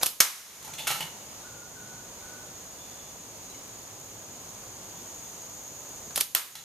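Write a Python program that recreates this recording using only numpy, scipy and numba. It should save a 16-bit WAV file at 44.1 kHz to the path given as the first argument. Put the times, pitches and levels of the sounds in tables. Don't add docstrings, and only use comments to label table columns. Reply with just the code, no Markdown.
import sys
import numpy as np
from scipy import signal
from scipy.fft import rfft, irfft, next_fast_len
from scipy.io import wavfile
from scipy.ndimage import uniform_filter1d
from numba import njit

SR = 44100
rng = np.random.default_rng(int(sys.argv[2]) if len(sys.argv) > 2 else 0)


def store_wav(level_fs):
    pcm = np.round(np.clip(np.atleast_2d(level_fs), -1, 1) * 32767)
    wavfile.write(sys.argv[1], SR, pcm.T.astype(np.int16))


N = 292809
MARK_S = 0.02

# t/s, crest level/dB before panning, swell/s, thud over the smack/dB
SLAPS = [(0.013, -29.5, 0.0015, 12), (0.017, -32, 0.0012, 13), (.032, -10.5, 0.0042, 0.5),
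         (.036, -18.5, 0.00065, 4), (0.0596, -8.5, 0.00084, -11), (.065, -7.5, 0.0031, -4),
         (6.107, -35.5, .0005, 17), (6.159, -15, 0.0016, -16), (6.163, -23, .001, -4),
         (6.177, -14.5, 0.0034, 2.5), (6.203, -25, .0005, -20), (6.209, -6.5, 0.0026, -14),
         (6.214, -21.5, 0.0011, 6)]
SLAP_T60_S, SLAP_HISS_DB = 0.028, 8
SLAP_PAN_DB = -2.1


def slaps():
    out = np.zeros((3, N))
    for s, db, rise, thud_db in SLAPS:
        shape, grains = burst(rise, SLAP_T60_S, 2.0)
        crack = (shape + shape ** 5) / 2
        slap = crack * level(rubber(grains, thud_db, SLAP_HISS_DB), db)
        to_trees = level(rubber(click(grains), thud_db, SLAP_HISS_DB), -1.2) * slap.std()
        left, right = slap * undb(SLAP_PAN_DB / 2), slap * undb(-SLAP_PAN_DB / 2)
        add(out, np.array([left, right, to_trees]), s - .019)
    return out


def rubber(x, thud_db, hiss_db):
    thud = level(band(x, 780, 1950), thud_db)
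    smack = signal.lfilter(*signal.butter(2, [2300, 8000], "bandpass", fs=SR), x)
    hiss = level(band(x, 11350, 7600), hiss_db)
    return thud + level(smack, 0) + hiss


# t/s, level/dB of ring and crack each over half a second, crumpling t60/s
BLOWS = [(0.202, -22.5, 0.038), (6.348, -27.5, 0.012)]


def blows():
    out = np.zeros((2, N))
    for k, (s, db, t60) in enumerate(BLOWS):
        shape, grains = burst(0, t60, 4.8)
        impact = click(grains)
        hit = shape * level(grains, 0.5) + 0.43 * impact
        mode_dbs = np.array(CAN)[:, 2 + k]
        direct = level(can(hit, mode_dbs), 0) + level(band(hit, 6840, 15400), 0)
        to_trees = level(can(impact, mode_dbs), -7.0) + level(band(impact, 4200, 13600), 0.95)
        add(out, np.array([direct, to_trees]) * undb(db), s - .019)
    return out


# f/Hz, t60/s (capped when played), level/dB at the first blow, level/dB at the second
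CAN = [(1390, 0.0052, -8.5, -1), (1930, 0.01, -28, -21), (2250, 0.011, 0, -19), (2890, 0.004, -27, 0),
       (3500, 0.0078, -6, 5), (4020, 0.0061, -12, -24), (5240, 0.018, 2, -13), (6010, 0.0034, 6, -23),
       (6770, 0.014, -3, -14), (9260, 0.0021, -7, 7), (11600, 0.0033, -2.5, -1), (13300, 0.0021, -7, 18)]


def can(x, dbs, ring=1):
    total = 0
    for (hz, t60, *_), db in zip(CAN, dbs):
        width = np.log(1000) / (np.pi * ring * min(t60, .015))
        total = total + undb(db) * band(x, hz, width)
    return total


# t/s, crest level/dB, rise/s, t60/s, modes rung most f/Hz,
# their spread/octaves (6 dB down there), box wall over the metal/dB
TUMBLES = [(0.627, -40, .004, .1, 8000, 1.8, -4), (0.648, -36.5, 0.0022, 0.14, 8000, 1.8, -2),
           (.679, -41, 0.011, .25, 1300, .64, 3), (.737, -35.5, 0.0024, 0.13, 4040, .8, -18),
           (.786, -33, .004, 0.43, 3040, 0.25, -8.5), (.87, -17.5, 0.00044, 0.15, 2260, 1.23, -31),
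           (.904, -25, 0.0017, 0.39, 2150, 1.05, -8), (1.006, -25, 0.00055, 0.12, 2580, 0.27, -6),
           (1.04, -39, .014, 0.2, 2600, 1.2, 7), (6.554, -24.5, .0008, 0.17, 3600, 0.81, -9.5)]
# f/Hz, width/Hz
WALL = (870, 120)
THUD = (157, 34)
THUD_DB = -5
SCRAPE_DB, SCRAPE_DB_PER_OCTAVE = -1.5, 3.5


def tumbles():
    out = np.zeros(N)
    rattle = undb(2.0 * walk(300))
    for s, db, rise, t60, hz, spread, wall_db in TUMBLES:
        shape, grains = burst(rise, t60, 1.8)
        x = grains * np.roll(rattle, -int(s * SR))[:len(grains)]
        wall = level(band(x, *WALL), wall_db)
        thud = level(band(band(x, *THUD), *THUD), wall_db + THUD_DB)
        octaves = np.log2(np.array(CAN)[:, 0] / hz)
        mode_dbs = -6 * (octaves / spread) ** 2 + 2 * rng.standard_normal(len(CAN))
        metal = level(can(x, mode_dbs, 1.5), 0)
        scrape = level(band(x, 9000, 16000), SCRAPE_DB + SCRAPE_DB_PER_OCTAVE * spread)
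        knock = shape + .6 * shape ** 6
        add(out, knock / knock.max() * level(metal + wall + thud + scrape, db), s - MARK_S)
    return out


# f/Hz, level/dB
GARDEN = [(100, 3), (500, 5.5), (1200, 11.5), (5000, 9), (14000, 8)]
GARDEN_T60_S, GARDEN_DB = 0.27, -2.5
WOODS_T60_S, WOODS_DB = 1, -11.5


def echo(t60, db, size):
    t = np.arange(size) / SR
    tail = diffuse(GARDEN, size) * undb(-60 * t / t60) * (1 - np.exp(-t / 0.0029))
    return tail * undb(db) / np.sqrt(np.sum(tail ** 2) / 2)


# t/s, rate/(ticks per s)
CICADA = [(0, 62), (2, 62), (4.4, 67.5), (6, 71)]
TICKS_DB = [-1, 0, -12]
# f/Hz, width/Hz, relative level/dB
TYMBAL = [(6690, 600, 6), (13700, 900, -2)]
CICADA_DB, DB_PER_TICK_RATE = -61.5, 1
# f/Hz, width/Hz, level/dB before flutter and swell
CHORUS = [(6160, 125, -61.5), (6667, 710, -48.5), (8380, 1130, -61), (13750, 1700, -62)]
# t/s, gain/dB
SWELL = [(0, 3), (1.2, -1), (5, .4), (5.1, 3), (6, 2.5), (6.7, 5.5)]


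def cicadas():
    t = np.arange(N) / SR
    rate = np.interp(t, *np.transpose(CICADA))
    phase = np.cumsum(rate) / SR
    pulse = np.exp(-((phase % 1 - .5) / .16) ** 2)
    accent = undb(np.array(TICKS_DB)[phase.astype(int) % 3])
    ticks = pulse * accent * rng.standard_normal(N)
    near = level(sum(level(band(band(ticks, hz, w), hz, w), g) for hz, w, g in TYMBAL), CICADA_DB)
    near = near * undb(DB_PER_TICK_RATE * (rate - rate.min()))
    noise = diffuse([(100, 0), (15000, 0)], N)
    far = 0
    for hz, width, db in CHORUS:
        far = far + level(band(band(noise, hz, width), hz, width), db) * undb(0.24 * walk(18))
    swell = undb(np.interp(t, *np.transpose(SWELL)))
    return near * undb([[-1.5], [1.5]]) + far * swell


# start t/s, length/s, f/Hz, level/dB before fades and hoarseness
BIRDS = [(1.43, 0.37, 1460, -57), (1.75, 0.36, 1476, -53.5), (2.21, 0.35, 1494, -52.5),
         (2.73, .037, 4430, -61), (2.78, 0.5, 3500, -61), (3.16, .1, 3480, -67), (3.498, 0.057, 3980, -55),
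         (3.537, .021, 2970, -59), (3.545, .018, 2200, -60), (4.95, .08, 3500, -62), (5.23, .07, 3500, -61)]


def birds():
    out = np.zeros(N)
    waver_hz, hoarse = 28 * walk(150), undb(2.5 * walk(60))
    for s, length, hz, db in BIRDS:
        u, i = np.linspace(0, 1, int(length * SR)), int(s * SR)
        pitch = hz * (1 - .012 * u ** 2) + waver_hz[i:i + len(u)]
        whistle = level(np.sin(2 * np.pi * np.cumsum(pitch) / SR), db)
        add(out, whistle * np.minimum(u / 0.037, 1) * (1 - u ** 1.3), s)
    return out * hoarse


# f/Hz, relative level/dB per Hz
AIR = [(18, -52), (30, -11), (112, -2), (376, -4.5), (500, -4), (952, -6), (1810, -13.5), (5090, -12),
       (6590, -8), (7900, -10.5), (10800, -18), (13200, -16), (14300, -17)]
AIR_DB = -45.5
# t/s, level/dB
HUM = [(0, -67), (3.5, -68), (4, -58.5), (4.9, -59), (5.2, -71), (6.7, -72)]


def air():
    x = later(level(diffuse(AIR, N), AIR_DB), 2.99)
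    low = signal.lfilter(*signal.butter(1, 400, fs=SR), x)
    hum_gain = undb(np.interp(np.arange(N) / SR, *np.transpose(HUM)))
    hum = level(band(rng.standard_normal(N), 105, 6.1), 0) * hum_gain
    return low * undb(.9 * walk(4)) + (x - low) * undb(.7 * walk(6)) + hum


# f/Hz, likeness (0-1)
ALIKE = [(60, 1), (130, 0.97), (290, 0.9), (640, 0.94), (1400, 0.53), (3090, 0.24), (6790, 0.7),
         (14900, 0.48)]
# f/Hz, left minus right level/dB
TILT = [(60, 3), (110, -0.5), (200, 0.5), (380, -0.5), (700, 0.5), (1290, -0.5), (2370, -1.5), (4380, 0),
        (8090, -0.5), (14900, -3.5)]


def diffuse(colour, size):
    n = next_fast_len(size)
    hz = np.arange(n // 2 + 1) * SR / n
    alike, tilt = np.clip(on_log(ALIKE, hz), 0, 1), on_log(TILT, hz) / 2
    spectra = rfft(rng.standard_normal((2, n)))
    mid, side = spectra * np.sqrt([1 + alike, 1 - alike]) * undb(on_log(colour, hz))
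    pair = irfft([(mid + side) * undb(tilt), (mid - side) * undb(-tilt)], n)
    return level(pair[:, :size], 0)


def later(x, lag):
    n = next_fast_len(x.shape[-1])
    turn = np.exp(-1j * np.pi * lag * np.arange(n // 2 + 1) / n)
    return irfft(rfft(x, n) * [turn, 1 / turn], n)[:, :x.shape[-1]]


def burst(rise, t60, grain_db):
    t = np.arange(int(.5 * SR)) / SR - MARK_S
    shape = np.where(t < 0, np.exp(t / max(rise, 1e-5)), undb(-60 * t / t60))
    grains = rng.standard_normal(len(t)) * undb(grain_db * rng.exponential(size=len(t)))
    return shape, grains


def click(like):
    return 1. * (np.arange(len(like)) == int(MARK_S * SR))


def walk(rate):
    k = int(SR / rate)
    steps = np.repeat(rng.standard_normal(N // k + 1), k)
    return 1.26 * uniform_filter1d(uniform_filter1d(steps, k), k)[:N]


def band(x, hz, width):
    return signal.lfilter(*signal.iirpeak(hz, hz / width, SR), x)


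def undb(db):
    return 10 ** (np.asarray(db) / 20)


def level(x, db):
    return x * undb(db) / np.sqrt(np.mean(x ** 2))


def on_log(table, hz):
    return np.interp(np.log(hz + 1), np.log(np.array(table)[:, 0]), np.array(table)[:, 1])


def add(out, x, s):
    i = int(round(s * SR))
    x, i = x[..., max(-i, 0):], max(i, 0)
    out[..., i:i + x.shape[-1]] += x[..., :N - i]


def scene():
    near, hits, rest, calls = slaps(), blows(), tumbles(), birds()
    trees = echo(GARDEN_T60_S, GARDEN_DB, size=SR) + echo(WOODS_T60_S, WOODS_DB, size=SR)
    to_trees = near[2] + hits[1] + undb(-1.0) * rest + undb(-3.5) * calls
    tail = signal.oaconvolve(to_trees[None], trees, axes=1)[:, :N]
    beyond = (hits[0] + rest + calls) * undb([[-.6], [.6]])
    direct = later(near[:2], .9) + later(beyond, -.5)
    return direct + tail + cicadas() + air()


@njit
def duck(over_db, attack, hold, release):
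    cut, aim, now, wait = np.empty(len(over_db)), 0., 0., 0.
    for i in range(len(over_db)):
        if over_db[i] >= aim and over_db[i] > 0:
            aim, wait = over_db[i], hold
        elif wait > 0:
            wait -= 1
        else:
            aim = max(aim - release, 0.)
        now += attack * (aim - now)
        cut[i] = now
    return cut


TOP_HZ = 14230


def record(dry):
    loud_db = 10 * np.log10(uniform_filter1d(np.mean(dry ** 2, 0), size=88) + 1e-12)
    over_db = np.clip(0.85 * (loud_db + 21), 0, 11.5)
    cut_db = duck(over_db, 1 / (0.014 * SR), .2 * SR, 42 / SR)
    wet = np.clip(dry * undb(-cut_db), -1, 1)
    low_pass = signal.ellip(14, .3, 70, TOP_HZ, fs=SR, output="sos")
    return np.clip(signal.sosfilt(low_pass, wet), -1, 1)


dry = scene()
out = record(dry)
store_wav(out)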